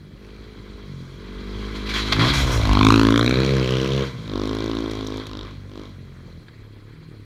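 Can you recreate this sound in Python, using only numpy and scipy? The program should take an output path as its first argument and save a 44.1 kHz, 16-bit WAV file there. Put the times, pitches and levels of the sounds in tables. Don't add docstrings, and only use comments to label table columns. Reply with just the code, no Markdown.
import sys
import numpy as np
from scipy import signal
from scipy.fft import rfft, irfft
from scipy.io import wavfile
from scipy.ndimage import uniform_filter1d, map_coordinates

SR = 44100
rng = np.random.default_rng(int(sys.argv[2]) if len(sys.argv) > 2 else 0)


def materialize(psi):
    bounded = np.clip(np.atleast_2d(psi).T, -1, 1)
    quanta = np.round(bounded * 32767).astype(np.int16)
    wavfile.write(sys.argv[1], SR, quanta)


def boost_factor(decibels):
    exponent = np.asarray(decibels, float) / 20
    return 10 ** exponent


N = 319712

# frequency in Hz, strength in dB per Hz.
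FOREST_COLOUR = [(240, -27.5), (400, 2.5), (752, -11.5), (2010, -7), (2870, -17), (3190, -35), (4210, -8),
                 (5140, -24), (14200, -35), (15800, -54)]
# frequency in Hz, strength in dB per Hz.
RUMBLE_COLOUR = [(15, -51), (35, -12), (60, -10), (110, -7.5), (180, -13), (350, -16), (600, -58.5)]
# frequency in Hz, strength in dB per Hz.
BUFFET_COLOUR = [(20, -36), (44, -10), (60, -2), (85, -18), (130, -39), (200, -97)]
# frequency in Hz, time to fall by 60 dB in seconds.
TREE_ECHO = [(100, 1), (1000, 0.45), (8000, 0.28)]
# frequency in Hz, strength in dB per Hz.
HOUSING_COLOUR = [(350, -17.5), (600, -1.5), (656, 0.5), (762, -5), (998, 3.5), (1660, 5), (1810, -0.5),
                  (2300, 5.5), (2520, 0), (2900, -4), (3300, 3), (3680, -1), (4150, 3.5), (5120, -6.5),
                  (6500, -32.5), (8450, -63), (14300, -120)]
# frequency in Hz, width in Hz, strength in dB.
HOUSING_RINGS = [(1058, 69, -5.5), (2010, 71, 2), (2346, 34, -4.5), (3250, 300, 0.5), (3910, 100, 1),
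                 (5370, 41, -17)]
# frequency in Hz, strength in dB per Hz.
AIRY_COLOUR = [(3240, -37), (5500, -1.5), (5770, -0.5), (6220, -5), (6740, -4.5), (7560, -12), (9260, -16),
               (10300, -14), (11600, -23), (13000, -16), (14900, -26), (15800, -38)]

# time in seconds, firings per second, bark in dB.
FAR_ENGINE = [
    (6.3, 35.3, -68),
    (6.52, 37.2, -61.5),
    (6.624, 35.2, -57.5),
    (6.836, 34, -58.5),
    (6.96, 39, -60),
    (7.044, 40.3, -60),
    (7.122, 37, -55.5),
    (7.25, 34, -57.5),
]
# frequency in Hz, strength in dB per Hz.
FAR_PIPE_COLOUR = [(15, -40), (25, 6), (52, -3), (101, -1), (111, -16), (165, -5), (307, -2), (489, -10),
                   (616, -31), (800, -45), (1040, -69), (1760, -120)]
# frequency in Hz, level in dB.
FAR_HUM = [(95, -55), (106, -41), (120, -54), (132, -55), (142, -52), (156, -43.5), (165, -51)]

# time in seconds, peak in dB, airy part in dB relative,
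# time to fall by 60 dB in seconds, pitch in Hz.
SHORT_KNOCKS = [
    (2.127, -3.5, -20, 0.047, 3480),
    (4.9117, -25, -5.5, 0.027, 3230),
    (5.071, -29, -0.5, 0.017, 3630),
    (5.1725, -34.5, 0, 0.017, 3940),
    (5.2688, -23, -8.5, 0.013, 3521),
    (6.483, -37.5, -35, 0.051, 1689),
]
# start in seconds, length in seconds, level in dB,
# fine spray in dB relative, low part in dB relative.
WATER_SHEETS = [
    (1.749, 0.015, -39.5, -12, -4),
    (1.857, .02, -36, -17, -9),
    (1.888, 0.013, -27.5, -16, -15),
    (1.935, .06, -26, -15, -11),
    (2.052, 0.12, -32.5, -15.5, -6.5),
    (2.189, 0.083, -24.5, -18.5, -1.5),
    (2.277, 0.026, -23, -19, -8),
    (2.332, .08, -26.5, -7.5, -6),
    (2.465, 0.048, -31.5, -10, -3),
    (2.514, 0.04, -37, 1.5, 4.5),
]

# time in seconds, firings per second.
ENGINE_SPEED = [(0, 49.7), (.6, 50.5), (.86, 50.5), (.98, 43), (1.15, 47), (1.6, 50.6), (2.17, 52.6),
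                (2.78, 50.6), (2.9, 54.9), (3.1, 54.6), (3.49, 68.4), (3.66, 63.1), (3.95, 68.3),
                (4.05, 66.6), (4.2, 54.5), (4.35, 49.3), (4.71, 55.4), (5.1, 52.3)]
# slips, fastest, bites and grips in seconds, extra firings per second.
WHEEL_SPINS = [
    (0.248, 0.453, .52, 0.57, 3.47),
    (1.597, 1.739, 2.04, 1.72, 2.7),
    (1.806, 1.91, 1.93, 1.84, 2.8),
    (2.179, 2.323, 2.52, 2.6, 18.5),
    (3.221, 3.333, 3.12, 3.5, 1.6),
    (4.383, 4.458, 4.55, 4.68, 1.494),
    (4.74, 4.858, 4.86, 4.83, 1.294),
    (5.039, 5.205, 6, 5.54, 1.33),
    (5.659, 5.829, 5.88, 5.97, 5.4),
]
# time in seconds, level in dB.
MACHINE_LEVEL = [(0, -46.5), (.8, -44.5), (1.2, -42), (1.6, -33), (1.8, -32.5), (2.13, -27), (2.21, -19),
                 (2.33, -26), (2.55, -23), (2.72, -18.5), (2.87, -12.5), (3.05, -17), (3.21, -17.5),
                 (3.45, -24), (4.0, -28), (4.5, -27), (5.2, -32.5), (5.85, -38.5)]
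# opens, eases and time to shut in seconds, aspect,
# share of crack in the treble (0 to 1) at first and at last.
THROTTLE_OPENINGS = [(-.2, 0.098, 0.14, "idle", 0.2, .01), (0.044, .84, 0.054, "ahead", 0.37, 0),
                     (0.783, 1.078, 0.14, "overrun", 0, .01), (1.034, 2.135, 0.11, "ahead", 0.05, 0.12),
                     (2.084, 2.29, 0.098, "abreast", 0.6, 0), (2.25, 2.603, 0.088, "wading", 0.08, 0.3),
                     (2.559, 2.799, 0.071, "lugging", 0.16, 0.88),
                     (2.745, 3.306, 0.076, "lugging", 0.96, .97),
                     (3.261, 4.027, 0.053, "revving", 0.83, 0.38),
                     (4.23, 5.198, 0.069, "leaving", 0.86, 0.3), (5.212, 5.418, 0.19, "easing", .97, 0.86),
                     (5.417, 5.64, .1, "idle", 0, .01), (5.645, 5.849, .08, "leaving", 0.66, .7),
                     (5.8, 6.499, 0.078, "idle", 0.03, 0.05)]
ASPECT_LEVELS = {"shut": (-10.5, -20, -14.5, -20.5, -32.5), "idle": (-10, -11, -5.5, -26.5, -35),
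                 "overrun": (5.5, -4, -1.5, -11.5, -21), "ahead": (-1.5, 0, -8.5, -9.5, -24.5),
                 "abreast": (0.5, -12, 1.5, -12, -20.5), "wading": (-1, -2.5, 0, -11.5, -23.5),
                 "lugging": (-0.5, -13.5, -4.5, -9, -25), "revving": (1.5, -6, 6.5, -7.5, -23),
                 "easing": (-4.5, -5, -6.5, -9.5, -29), "leaving": (-0.5, -8, -7, -11.5, -27)}
ASPECT_ROUGHNESS = {"shut": .22, "idle": .15, "overrun": .08, "ahead": .13, "abreast": .07, "wading": .15,
                    "lugging": .04, "revving": .035, "leaving": .045, "easing": .06}
# time in seconds, length in seconds, boost in dB.
IDLE_LURCHES = [
    (0.053, 0.086, 10),
    (6.016, .045, 6),
    (6.14, 0.032, 1.5),
    (6.276, 0.032, 4),
    (6.38, 0.039, 4.5),
]

# frequency in Hz, strength in dB per Hz.
BARK_COASTING = [(65, -43), (110, -7.5), (135, 9), (311, -11), (451, -10), (800, -28), (1040, -71),
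                 (1760, -120)]
BARK_AHEAD = [(76, -70.5), (130, -15), (167, -12), (190, 0.5), (205, -1), (284, -6.5), (419, -1),
              (604, -17), (800, -23), (1040, -86), (1760, -120)]
BARK_ABREAST = [(76, -24.5), (130, -23), (156, -0.5), (183, -5.5), (226, -6), (270, 0.5), (419, -7.5),
                (560, -10.5), (800, -20), (1040, -69), (1760, -120)]
BARK_LUGGING = [(76, -53), (130, -8), (178, -22), (205, -10.5), (236, -7), (270, -1.5), (350, -11.5),
                (381, -11), (738, -20), (850, -36), (1100, -25), (1870, -120)]
BARK_REVVING = [(76, -60), (130, 6), (262, -2), (323, 1.5), (464, 3.5), (690, -13.5), (800, -51),
                (1100, -50), (1870, -120)]
BARK_LEAVING = [(76, -37), (130, -20), (155, -15.5), (262, 3.5), (387, -1), (850, -22), (1100, -11),
                (1870, -120)]
# frequency in Hz, strength in dB per Hz.
CRACK_NEAR = [(410, -25), (700, -13), (850, -9), (1050, -1.5), (2040, -21), (2280, -12), (2890, -17.5),
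              (4080, -13), (4570, -22.5), (8000, -59), (10400, -79), (17600, -120)]
CRACK_FAR = [(410, -36), (700, -17), (931, -7), (1040, 7.5), (1410, -2), (2280, -8.5), (2530, -7),
             (3650, 0), (4570, -13.5), (5770, -11.5), (8000, -30), (10400, -97), (17600, -120)]
# time in seconds, delay in milliseconds.
ROAD_BOUNCE = [(0, 0.36), (2.3, 0.82), (2.47, 1.7), (2.56, 1.85), (2.68, 1.068), (2.97, 0.7), (3.3, .5),
               (4.3, .22), (7.25, 0.24)]

FOREST_DB = -57.5
SPLIT_HZ = 1500
COAST_HZ_PER_S, GONE_S = 8.2, 6.45
SPIN_SAG = 0.6
SPLASH_RISE_S, SPLASH_FALL_DB_PER_S = 0.005, 206
LOW_DB, FIZZ_DB = -3, -16.5
STILL_DB = -62
OPEN_S = 0.12
LINGER_S = 0.04


def unit(x):
    return x / np.sqrt(np.mean(x ** 2) + 1e-20)


def along(points, hz):
    f, v = np.transpose(points)
    return np.interp(np.log(hz + 1), np.log(f + 1), v)


def curves(rows):
    s, *columns = np.transpose(rows)
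    return [np.interp(np.arange(N) / SR, s, c) for c in columns]


def coloured(x, spectrum, lag=1, turn=0):
    m = 8192
    strength = boost_factor(along(spectrum, np.fft.rfftfreq(m, 1 / SR)))
    cepstrum = irfft(np.log(strength + 1e-6), m)
    cepstrum[1:m // 2] *= 2
    cepstrum[m // 2 + 1:] = 0
    log = rfft(cepstrum)
    response = irfft(np.exp(log.real + 1j * (lag * log.imag + turn)), m)
    response = np.roll(response, m // 2)
    return unit(signal.oaconvolve(x, response)[m // 2:][:N])


def rung(x, modes, through):
    f = np.fft.rfftfreq(N, 1 / SR)
    gain = through + sum(boost_factor(db) * 1j * f * w / (c * c - f * f + 1j * f * w) for c, w, db in modes)
    return unit(irfft(rfft(x) * gain, N))


def halves(x):
    z, hz = rfft(x), np.fft.rfftfreq(N, 1 / SR)
    above = 1 / (1 + (SPLIT_HZ / (hz + 1)) ** 8)
    return unit(irfft(z * (1 - above), N)), unit(irfft(z * above, N))


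def patchy(depth_db):
    z = signal.stft(rng.standard_normal(N + 512), nperseg=256)[2]
    field = uniform_filter1d(rng.standard_normal(z.shape), size=8, axis=0)
    field = uniform_filter1d(field, size=8, axis=1)
    return signal.istft(z * boost_factor(depth_db * unit(field)), nperseg=256)[1][:N]


def firings(turns, rate, rough, late, scatter_db):
    at = np.flatnonzero(np.diff(np.floor(turns)) > 0)
    luck = rng.standard_normal((N // 400, 2))[:len(at)]
    size = boost_factor(scatter_db * luck[:, 1] * (0.22 + rough[at])) / np.sqrt(rate[at])
    shift = (late * rough[at] * luck[:, 0] * SR / rate[at]).astype(int)
    at = np.clip(at + shift, 0, N - 1)
    return at, np.bincount(at, size, N)


def bursts(at, scatter_db, t60):
    strength = boost_factor(scatter_db * rng.uniform(-1.68, 1, N // 400)[:len(at)])
    starts = np.bincount(at, strength, N)
    t = np.arange(SR // 10) / SR
    shape = boost_factor(-60 * t / t60) * (1 - np.exp(-t / 0.0003))
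    return unit(signal.oaconvolve(starts, shape)[:N] * rng.standard_normal(N))


def forest():
    return boost_factor(FOREST_DB) * coloured(patchy(depth_db=-4.5), FOREST_COLOUR)


def trees(x):
    hz, t, z = signal.stft(rng.standard_normal(SR // 2), SR, nperseg=256)
    decay = boost_factor(-60 * t / along(TREE_ECHO, hz)[:, None])
    tail = signal.istft(z * decay, SR, nperseg=256)[1]
    late = np.pad(x, (700, 0))
    return signal.fftconvolve(late, tail / np.linalg.norm(tail))[:N]


def far_motorcycle():
    rate, level_db = curves(FAR_ENGINE)
    turns = np.cumsum(rate) / SR
    pulses = firings(turns, rate, np.full(N, 0.1), late=0.08, scatter_db=4)[1]
    hum = sum(boost_factor(along(FAR_HUM, k * rate)) * np.sin(2 * np.pi * k * turns) for k in (3, 4))
    thumps = coloured(unit(pulses) + 0.12 * rng.standard_normal(N), FAR_PIPE_COLOUR)
    fade_in = np.clip((np.arange(N) / SR - FAR_ENGINE[0][0]) / 0.22, 0, 1)
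    return fade_in * (1.08 * hum + boost_factor(level_db + 9) * thumps)


def rumble():
    near_db = uniform_filter1d(loudness(throttle()[0], part=1), size=SR // 4)
    closeness = np.exp(-((np.arange(N) / SR - 2.6) / 0.38) ** 2)
    buffet = boost_factor(-22.5) * closeness * coloured(rng.standard_normal(N), BUFFET_COLOUR)
    return (boost_factor(near_db - 15) + boost_factor(-48.5)) * coloured(patchy(depth_db=3.0), RUMBLE_COLOUR) + buffet


def knocks():
    body = coloured(rng.standard_normal(N), HOUSING_COLOUR)
    top = coloured(rng.standard_normal(N), AIRY_COLOUR)
    t, out = np.arange(N) / SR, np.zeros(N)
    for s, db, top_db, t60, hz in SHORT_KNOCKS:
        lead = 0.004 + 0.03 * min(boost_factor(db), 1)
        shape = boost_factor(np.where(t > s, -60 * (t - s) / t60, 60 * (t - s) / lead))
        pitched = rung(body, [(hz, 0.11 * hz, 0)], through=0.48)
        out += boost_factor(db - 6.0) * shape * (pitched + boost_factor(top_db) * top)
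    return out


def splashes():
    t, power = np.arange(N) / SR, np.zeros((3, N))
    for s, length, db, fine_db, low_db in WATER_SHEETS:
        fall_db = SPLASH_FALL_DB_PER_S * np.maximum(t - s - length, 0)
        shape = np.clip((t - s) / SPLASH_RISE_S, 0, 1) * boost_factor(db - fall_db)
        power += (shape * boost_factor(np.array([[0], [fine_db], [low_db]]))) ** 2
    return power


def speed():
    t = np.arange(N) / SR
    spins = sum(np.interp(t, when, [0, extra, SPIN_SAG * extra, 0]) for *when, extra in WHEEL_SPINS)
    coasting = COAST_HZ_PER_S * np.maximum(t - ENGINE_SPEED[-1][0], 0)
    return curves(ENGINE_SPEED)[0] - coasting + spins


def throttle():
    t = np.arange(N) / SR
    seen, crack = {name: np.zeros(N) for name in ASPECT_LEVELS}, np.zeros(N)
    for opens, eases, closing, name, first, last in THROTTLE_OPENINGS:
        on = np.interp(t, [opens, opens + OPEN_S, eases, eases + closing], [0, 1, 1, 0])
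        seen[name] += on
        crack += on * np.interp(t, [opens, eases], [first, last])
    total = sum(seen.values())
    seen["shut"] = np.clip(1 - total, 0, 1)
    overlap = np.maximum(total, 1)
    return {name: w / overlap for name, w in seen.items()}, crack / overlap


def loudness(seen, part):
    return curves(MACHINE_LEVEL)[0] + sum(w * ASPECT_LEVELS[name][part] for name, w in seen.items())


def fading():
    return np.clip((GONE_S - np.arange(N) / SR) / 0.067, 0, 1)


def trailing(level):
    late = np.pad(level, (round(LINGER_S * SR), 0), "edge")[:N]
    return uniform_filter1d(late, size=3000)


def road(x):
    delay_ms = curves(ROAD_BOUNCE)[0]
    dull = uniform_filter1d(x, size=3)
    copy = map_coordinates(dull, [np.arange(N) - delay_ms * SR / 1000], order=1)
    return (x + np.clip(1.5 - 0.8 * delay_ms, 0.3, 0.8) * copy) / 1.7


def treble_levels():
    seen, share = throttle()
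    machine, grit = (fading() * boost_factor(loudness(seen, part=k)) for k in (3, 4))
    share = np.clip(share, 0, 0.98)
    far = np.clip((np.arange(N) / SR - 3.3) / 0.5, 0, 1)
    low_share = share * (1 - 0.46 * far)
    return machine, grit, share, low_share, far


def rush():
    machine, grit, share, low_share, _ = treble_levels()
    water, water_fine, water_low = splashes()

    def steady(level, part, db, wet):
        dry_power = trailing(level) ** 2 * (1 - part) + boost_factor(STILL_DB) ** 2
        return np.sqrt(dry_power * boost_factor(db) ** 2 + wet)

    noise = rung(patchy(depth_db=1.5), HOUSING_RINGS, through=1.0)
    low, high = halves(coloured(noise, HOUSING_COLOUR))
    fizz = coloured(patchy(depth_db=1.0), AIRY_COLOUR)
    out = steady(machine, share, 0, water) * high
    out += steady(machine, low_share, LOW_DB, water_low) * low
    return out + steady(grit / boost_factor(FIZZ_DB), 0.85 * share, FIZZ_DB, water_fine) * fizz


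def cracks(at):
    machine, grit, share, low_share, far = treble_levels()
    at = np.maximum(at - round(0.0016 * SR), 0)
    puff = bursts(at, scatter_db=2.0, t60=0.011) + 0.5 * bursts(at, scatter_db=-2.5, t60=0.0064)
    puff = road(puff)
    low, high = halves((1 - far) * coloured(puff, CRACK_NEAR) + far * coloured(puff, CRACK_FAR))
    spit = coloured(bursts(at, scatter_db=7, t60=0.015), AIRY_COLOUR)
    crack = machine * (np.sqrt(share) * high + boost_factor(LOW_DB) * np.sqrt(low_share) * low)
    return crack + 0.9 * grit * np.sqrt(share) * spit


def exhaust():
    rate, seen = speed(), throttle()[0]
    t = np.arange(N) / SR
    bark_db, first_db, second_db = (loudness(seen, part=k) for k in range(3))
    bark_db = bark_db + sum(db * np.exp(-((t - s) / length) ** 2) for s, length, db in IDLE_LURCHES)
    rough = sum(w * ASPECT_ROUGHNESS[name] for name, w in seen.items())
    turns = np.cumsum(rate) / SR + 0.62
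    at, pulses = firings(turns, rate, rough, late=0.1, scatter_db=3)
    drive = unit(pulses) + 1.2 * rough * rng.standard_normal(N)
    pipes = [
        (seen["shut"] + seen["idle"] + seen["overrun"], BARK_COASTING, 1.5),
        (seen["ahead"], BARK_AHEAD, 2.5),
        (seen["abreast"] + seen["wading"], BARK_ABREAST, 1.5),
        (seen["lugging"], BARK_LUGGING, -0.15),
        (seen["revving"], BARK_REVVING, -0.3),
        (seen["leaving"] + seen["easing"], BARK_LEAVING, -0.3),
    ]
    bark = sum(w * np.sign(-lag) * coloured(drive, pipe, lag, turn=-0.3) for w, pipe, lag in pipes)
    first = boost_factor(first_db) * np.sin(2 * np.pi * turns + 0.09)
    second = boost_factor(second_db) * np.sin(4 * np.pi * turns + 2.68)
    return fading() * (np.sqrt(2) * (first + second) + boost_factor(bark_db + 1.68) * road(bark)), at


def scene():
    low, at = exhaust()
    direct = low + cracks(at) + rush() + far_motorcycle() + knocks()
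    hiss = boost_factor(-77.5) * rng.standard_normal(N)
    quiet = hiss + rumble() + forest()
    return (direct + boost_factor(-14.5) * trees(direct) + quiet)[None]


def roll_off(x):
    return signal.sosfilt(signal.butter(12, 15950, fs=SR, output="sos"), x)


def record(dry):
    soft = dry / (1 + abs(dry / 0.95) ** 6) ** (1 / 6)
    soft = irfft(rfft(soft) * (np.fft.rfftfreq(N, 1 / SR) < 15930), N)
    return roll_off(soft)


dry = scene()
out = record(dry)
materialize(out)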